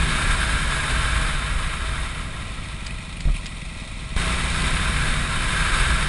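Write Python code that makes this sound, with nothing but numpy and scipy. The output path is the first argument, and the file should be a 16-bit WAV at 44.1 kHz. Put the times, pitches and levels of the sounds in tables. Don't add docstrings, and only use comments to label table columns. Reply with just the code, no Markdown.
import sys
import numpy as np
from scipy import signal
from scipy.fft import rfft, irfft
from scipy.io import wavfile
from scipy.ndimage import uniform_filter1d

SR = 44100
rng = np.random.default_rng(int(sys.argv[2]) if len(sys.argv) > 2 else 0)


def generate_wav(signal):
    frames = np.transpose(np.atleast_2d(signal))
    scaled = np.clip(frames, -1, 1) * 32767
    pcm = np.round(scaled).astype(np.int16)
    wavfile.write(sys.argv[1], SR, pcm)


N = 268128
TIME = np.arange(N) / SR
JUMP_S = 4.165
CRUISE_TURNS_PER_S, CRUISE_AIR_DB = 28, -28

# pitch in Hz, width in Hz, boost in dB.
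HELMET_RESONANCES = [(37, 7, 3), (46, 8, -5), (55, 8, 9.5), (82, 10, 3), (100, 20, -3), (146, 22, 6)]
# pitch in Hz, width in Hz, boost in dB.
METAL_RESONANCES = [(1073, 61, 10.5), (1330, 100, 5.5), (1450, 105, -35), (1820, 75, -12.5),
                    (1960, 310, 12), (2390, 360, 2), (2850, 250, -5), (3715, 77, 6), (4790, 99, -14),
                    (6000, 310, -7), (8330, 460, 8), (9600, 210, 9), (9750, 90, 3.5)]


def from_db(db):
    return 10 ** (np.asarray(db) / 20)


def rms_one(x):
    return x / np.sqrt(np.mean(x ** 2) + 1e-20)


def curve(rows):
    return np.interp(TIME, *np.transpose(rows))


def ride(bend, straight):
    return np.where(TIME < JUMP_S, curve(bend), curve(straight))


def drift(rate_hz):
    hz = np.arange(N // 2 + 1) * SR / N
    return rms_one(irfft(rfft(rng.standard_normal(N)) / (1 + (hz / rate_hz) ** 2), N))


def noise(colour):
    hz, db = np.transpose(colour)
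    bins = np.arange(1, N // 2 + 2) * SR / N
    edge_fade = np.minimum(1, np.minimum(bins / hz[0], hz[-1] / bins)) ** 2
    gain = from_db(np.interp(np.log(bins), np.log(hz), db)) * edge_fade
    return rms_one(irfft(rfft(rng.standard_normal(N)) * gain, N))


def resonate(x, resonances):
    for hz, width_hz, db in resonances:
        height, width = from_db(db / 2), np.pi * width_hz / SR
        tuning = -2 * np.cos(2 * np.pi * hz / SR)
        forward = [1 + width * height, tuning, 1 - width * height]
        feedback = [1 + width / height, tuning, 1 - width / height]
        x = signal.lfilter(forward, feedback, x)
    return rms_one(x)


def steady(x, span_s):
    return x / np.sqrt(uniform_filter1d(x ** 2, max(int(span_s * SR), 2)) + 1e-6)


def swell(peak_s, half_width_s):
    return np.exp(-((TIME - peak_s) / half_width_s) ** 2 / 2)


def bursts(rows):
    return sum(from_db(db) * swell(s, half_width) for s, db, half_width in rows)


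def strikes(phase, uneven_db):
    passed = np.diff(np.floor(phase), prepend=np.floor(phase[0])) > 0
    return passed * from_db(uneven_db * rng.uniform(-1, 1, N))


def ring(clicks, hz, fade_s):
    decay, step = from_db(-60 / (fade_s * SR)), 2 * np.pi * hz / SR
    return signal.lfilter([0, np.sin(step)], [1, -2 * decay * np.cos(step), decay ** 2], clicks + 1e-18)


def air_gain(cruise_db, growth):
    # time in seconds, strength in dB.
    air_in_bend = [(0, -32.5), (.2, -30), (1.15, -31.5), (1.5, -37), (2.0, -39), (2.3, -46), (3.2, -58),
                   (4.15, -55.5)]
    air_on_straight = [(4.17, -34.5), (4.55, -35.5), (4.63, -34), (5.08, -32), (5.28, -35), (5.52, -31.5),
                       (5.74, -28.5), (5.9, -28.5), (5.97, -33)]
    return from_db(cruise_db + growth * (ride(air_in_bend, air_on_straight) - CRUISE_AIR_DB))


def throttle():
    # time in seconds, load from 0 to 1.
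    load_points = [(0, 0.92), (1.3, 0.23), (2.3, 0.24), (3.1, 0.33), (4.15, 0.45), (4.19, 1), (4.72, 1),
                   (4.95, 0.8), (6.08, 0.86)]
    return curve(load_points)


def engine_gain(speed, coast_db, load_db, rev_db):
    return from_db(coast_db + load_db * throttle() ** 2 + rev_db * (speed - CRUISE_TURNS_PER_S))


def wind_buffeting():
    # peak time and half-width in seconds, extra buffet in dB, extra flutter in dB.
    gusts = [(0.05, .05, 6, 6.5), (0.316, 0.055, 5, -2), (0.953, 0.072, 2, 0), (1.226, 0.14, 4, 2),
             (1.583, 0.056, 6, 0.5), (1.984, 0.069, 4.5, -4), (2.935, 0.047, 4, 6), (3.2, .06, 1, 10),
             (4.14, 0.081, 8, -3), (4.754, 0.041, 4, 3), (5.1, 0.18, 3.5, 4.5), (5.847, .1, 5, -5)]
    # pitch in Hz, relative level in dB.
    buffet_colour = [(10, -9.5), (22, 0), (38, -0.5), (60, -7), (90, -12.5), (130, -16), (250, -60)]
    flutter_colour = [(70, -3.5), (110, -10.5), (150, 3), (200, -8.5), (300, -13), (450, -27), (700, -27),
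                      (1500, -32)]
    buffet_db, flutter_db = sum(np.outer(dbs, swell(s, half_width)) for s, half_width, *dbs in gusts)
    buffet = from_db(buffet_db) * steady(resonate(noise(buffet_colour), HELMET_RESONANCES), span_s=0.166)
    flutter = from_db(flutter_db) * steady(resonate(noise(flutter_colour), HELMET_RESONANCES), span_s=0.1)
    return air_gain(cruise_db=-25, growth=0.4) * buffet + air_gain(cruise_db=-34, growth=0.43) * flutter


def wind_rushing(flicker_db=1.0):
    # pitch in Hz, relative level in dB.
    rush_colour = [(300, -14), (520, -17), (780, -10), (1050, -5), (1400, -0.5), (1700, -2), (2300, -4),
                   (3000, -4.5), (3800, -10), (4800, -31), (7000, -49)]
    hiss_colour = [(2000, -44), (3000, -1), (4000, -2), (5000, 1), (6000, -0.5), (7200, -2.5), (8500, 1),
                   (9800, 2), (11000, -7.5)]
    howl_colour = [(1150, -40), (1350, -16.5), (1480, -8), (1570, -5), (1630, -4), (1700, -5), (1820, -17),
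                   (2100, -43)]
    # pitch in Hz, width in Hz, boost in dB.
    case_resonances = [(1034, 166, 7.5), (1349, 230, 7), (1467, 74, -12.5), (1665, 83, 2.5),
                       (1740, 40, -10.5), (2260, 290, 4.5), (2863, 140, -4.5), (3340, 165, -9),
                       (3680, 890, 7.5), (5940, 380, -12), (8270, 150, 8.5), (9300, 230, -3),
                       (9840, 250, -0.5), (10520, 330, 9.5)]
    rush = air_gain(cruise_db=-25.5, growth=0.68) * resonate(noise(rush_colour), case_resonances)
    hiss = air_gain(cruise_db=-32.5, growth=0.82) * resonate(noise(hiss_colour), case_resonances)
    howl = air_gain(cruise_db=-27.5, growth=1.28) * noise(howl_colour)
    return (rush + hiss + howl) * from_db(flicker_db * drift(rate_hz=23))


def road(whine_db=-13.5):
    # pitch in Hz, relative level in dB.
    rumble_colour = [(20, -1.5), (40, -4.5), (70, -8), (150, -12.5), (220, -16), (300, -21.5), (500, -22),
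                     (900, -29.5), (1400, -48), (2500, -70)]
    whine_colour = [(480, -10), (615, -6.5), (648, 7.5), (680, -13), (800, -24)]
    rumble = steady(resonate(noise(rumble_colour), HELMET_RESONANCES), span_s=0.29)
    whine = from_db(whine_db) * noise(whine_colour)
    return air_gain(cruise_db=-30, growth=0.48) * (rumble + whine)


def exhaust(turns, speed, odd_db=-2.5, shake_db=1.5):
    # pitch in Hz, boost in dB when coasting, boost in dB when pulling.
    pipe_response = [(54, -2.5, 6.5), (73.6, -7, -3.5), (98.5, 3, -5), (123, -11.5, -5.5), (149, -10, -4.5),
                     (177, -13, -0.5), (210, -15, -11), (237, -13, -10), (256, -14, -7), (294, -30, -21),
                     (330, -15, -20.5), (379, -31, -10.5), (422, -35, -23), (600, -31, -16)]
    hz, coast_db, pull_db = np.transpose(pipe_response)
    load = throttle()
    shake = from_db(shake_db * drift(rate_hz=14))
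    throb = 0
    for harmonic in range(2, 18):
        pitch = harmonic * speed
        db = (1 - load) * np.interp(pitch, hz, coast_db) + load * np.interp(pitch, hz, pull_db)
        wave = np.sin(2 * np.pi * (harmonic * turns + rng.normal(0, .1)))
        throb = throb + from_db(db + odd_db * (harmonic % 2)) * wave
    return engine_gain(speed, coast_db=-39.5, load_db=7.4, rev_db=0.17) * shake * throb


def chug(turns, speed):
    # pitch in Hz, relative level in dB, fade time in seconds.
    silencer_tones = [(144, -3.5, 0.067), (204, 2, 0.057), (350, -15, 0.007)]
    gain = engine_gain(speed, coast_db=-34.5, load_db=-7, rev_db=-0.85)
    firings = gain * strikes(turns / 2, uneven_db=2.5)
    return sum((-1) ** k * from_db(db) * ring(firings, hz, fade_s)
               for k, (hz, db, fade_s) in enumerate(silencer_tones))


def valve_clatter(turns, speed, uneven_db=3.5, fade=1.4, whirr=0.94):
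    # pitch in Hz, relative level in dB.
    clatter_colour = [(290, -42), (500, -8.5), (905, -7), (1520, -17), (2470, -1), (2850, -4.5),
                      (3980, -6.5), (5940, -15.5), (9700, -16.5), (10900, -26), (14200, -65), (22000, -120)]
    taps = 4 * (turns - turns[0])
    force = from_db(uneven_db * rng.standard_normal(2000))[taps.astype(int)]
    beat = rms_one(whirr + force * np.exp(-fade * (taps % 1)))
    metal = resonate(noise(clatter_colour), METAL_RESONANCES)
    return engine_gain(speed, coast_db=-42.5, load_db=11.4, rev_db=0.024) * beat * metal


def tappets(turns, speed, lead_cycles=.1, second_db=-7.5):
    # pitch in Hz, fade time in seconds, cruising level in dB, dB per extra turn a second.
    engine_tones = [(1930, .11, -36, .9), (2460, .06, -42.5, -.6)]
    cycles = turns / 2 + lead_cycles
    ringing = 0
    for hz, fade_s, level_db, rev_db in engine_tones:
        first = strikes(cycles, uneven_db=2.5)
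        second = from_db(second_db) * strikes(cycles + .5, uneven_db=4.0)
        gain = from_db(level_db + rev_db * (speed - CRUISE_TURNS_PER_S))
        ringing = ringing + gain * ring(first + second, hz, fade_s)
    return ringing


def stones(grit_db=4.5, release_s=.003):
    # start in seconds, level in dB, time held in seconds.
    flicks = [(2.864, -33, .006), (3.203, -34, .008), (3.458, -28.3, .008)]
    # pitch in Hz, relative level in dB.
    stone_colour = [(700, -21), (1500, 1), (3500, 6), (5000, 4.5), (6000, 1), (7100, 2), (8500, -3),
                    (11000, -17)]
    # pitch in Hz, width in Hz, boost in dB.
    stone_resonances = [(5000, 320, 4), (5950, 500, -18), (7000, 450, 1)]
    loudness = sum(from_db(db) * (TIME >= s) * np.exp(-np.clip((TIME - s - held) / release_s, 0, 20))
                   for s, db, held in flicks)
    crunch = resonate(noise(stone_colour), stone_resonances)
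    grit = rms_one(from_db(grit_db * drift(rate_hz=410)))
    return loudness * crunch * grit


def rattling_fittings():
    # peak time in seconds, level in dB, half-width in seconds.
    rattles = [(2.909, -33, .002), (3.172, -34, .003), (3.35, -36, .006), (3.364, -33, .005),
               (3.385, -37, .004), (3.568, -38, .004), (3.62, -39, .005)]
    # pitch in Hz, relative level in dB.
    rattle_colour = [(900, -22), (1900, -13), (2450, 10), (3600, -6), (4500, -8), (7000, -22), (9600, -7),
                     (10500, -25)]
    return bursts(rattles) * resonate(noise(rattle_colour), METAL_RESONANCES)


def bump(muffle_hz=900):
    # start in seconds, strength in dB.
    jolts = [(3.254, -14.5), (3.274, -13), (3.301, -19)]
    # pitch in Hz, relative level in dB, fade time in seconds.
    helmet_tones = [(37, 2.5, 0.26), (62, -4, 0.11), (134.2, -9.5, 0.31), (232, -44, 0.034),
                    (516, -24, .03)]
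    # peak time in seconds, level in dB, half-width in seconds.
    scuffs = [(3.262, -49, 0.0039), (3.29, -35, 0.0079), (3.32, -54, 0.012)]
    # pitch in Hz, relative level in dB.
    scuff_colour = [(180, 6), (330, -6), (560, 2), (850, -7), (1250, -1), (1800, -24)]
    blows = np.zeros(N)
    for s, db in jolts:
        blows[round(s * SR)] = from_db(db)
    thud = sum(from_db(db) * ring(blows, hz, fade_s) for hz, db, fade_s in helmet_tones)
    muffled = signal.sosfilt(signal.butter(2, muffle_hz, fs=SR, output="sos"), thud)
    return muffled + bursts(scuffs) * noise(scuff_colour)


def scene(chug_at_s=2.662):
    # time in seconds, engine turns per second.
    speed_in_bend = [(0, 26.5), (.4, 26.4), (1.0, 29), (1.4, 29.6), (2.15, 28), (2.36, 25.8), (2.7, 25.3),
                     (3.17, 22), (3.54, 21.9), (3.93, 19), (4.16, 21.3)]
    speed_on_straight = [(4.17, 28.2), (4.35, 30.2), (4.52, 29.7), (4.73, 32.2), (4.9, 29), (5.9, 31.2),
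                         (6.08, 30.6)]
    # pitch in Hz, relative level in dB.
    side_colour = [(280, -16), (600, -14), (760, -20), (1500, -96), (2100, 30), (3200, 16.5), (5500, -26),
                   (7800, 22.5), (9500, 14), (11000, -18)]
    speed = ride(speed_in_bend, speed_on_straight)
    turns = np.cumsum(speed) / SR
    turns = turns - np.interp(chug_at_s, TIME, turns)
    engine = exhaust(turns, speed) + chug(turns, speed) + valve_clatter(turns, speed)
    engine += rattling_fittings() + tappets(turns, speed)
    middle = engine + wind_buffeting() + wind_rushing() + road() + bump() + stones()
    treble = signal.sosfilt(signal.butter(2, 2000, "high", fs=SR, output="sos"), middle)
    treble_level = np.sqrt(uniform_filter1d(treble ** 2, size=8000))
    side = from_db(-19) * treble_level * noise(side_colour)
    return np.array([middle + side, middle - side])


def record(dry, cutoff_hz=11100):
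    return signal.sosfilt(signal.ellip(12, .1, 80, cutoff_hz, fs=SR, output="sos"), dry)


dry = scene()
out = record(dry)
generate_wav(out)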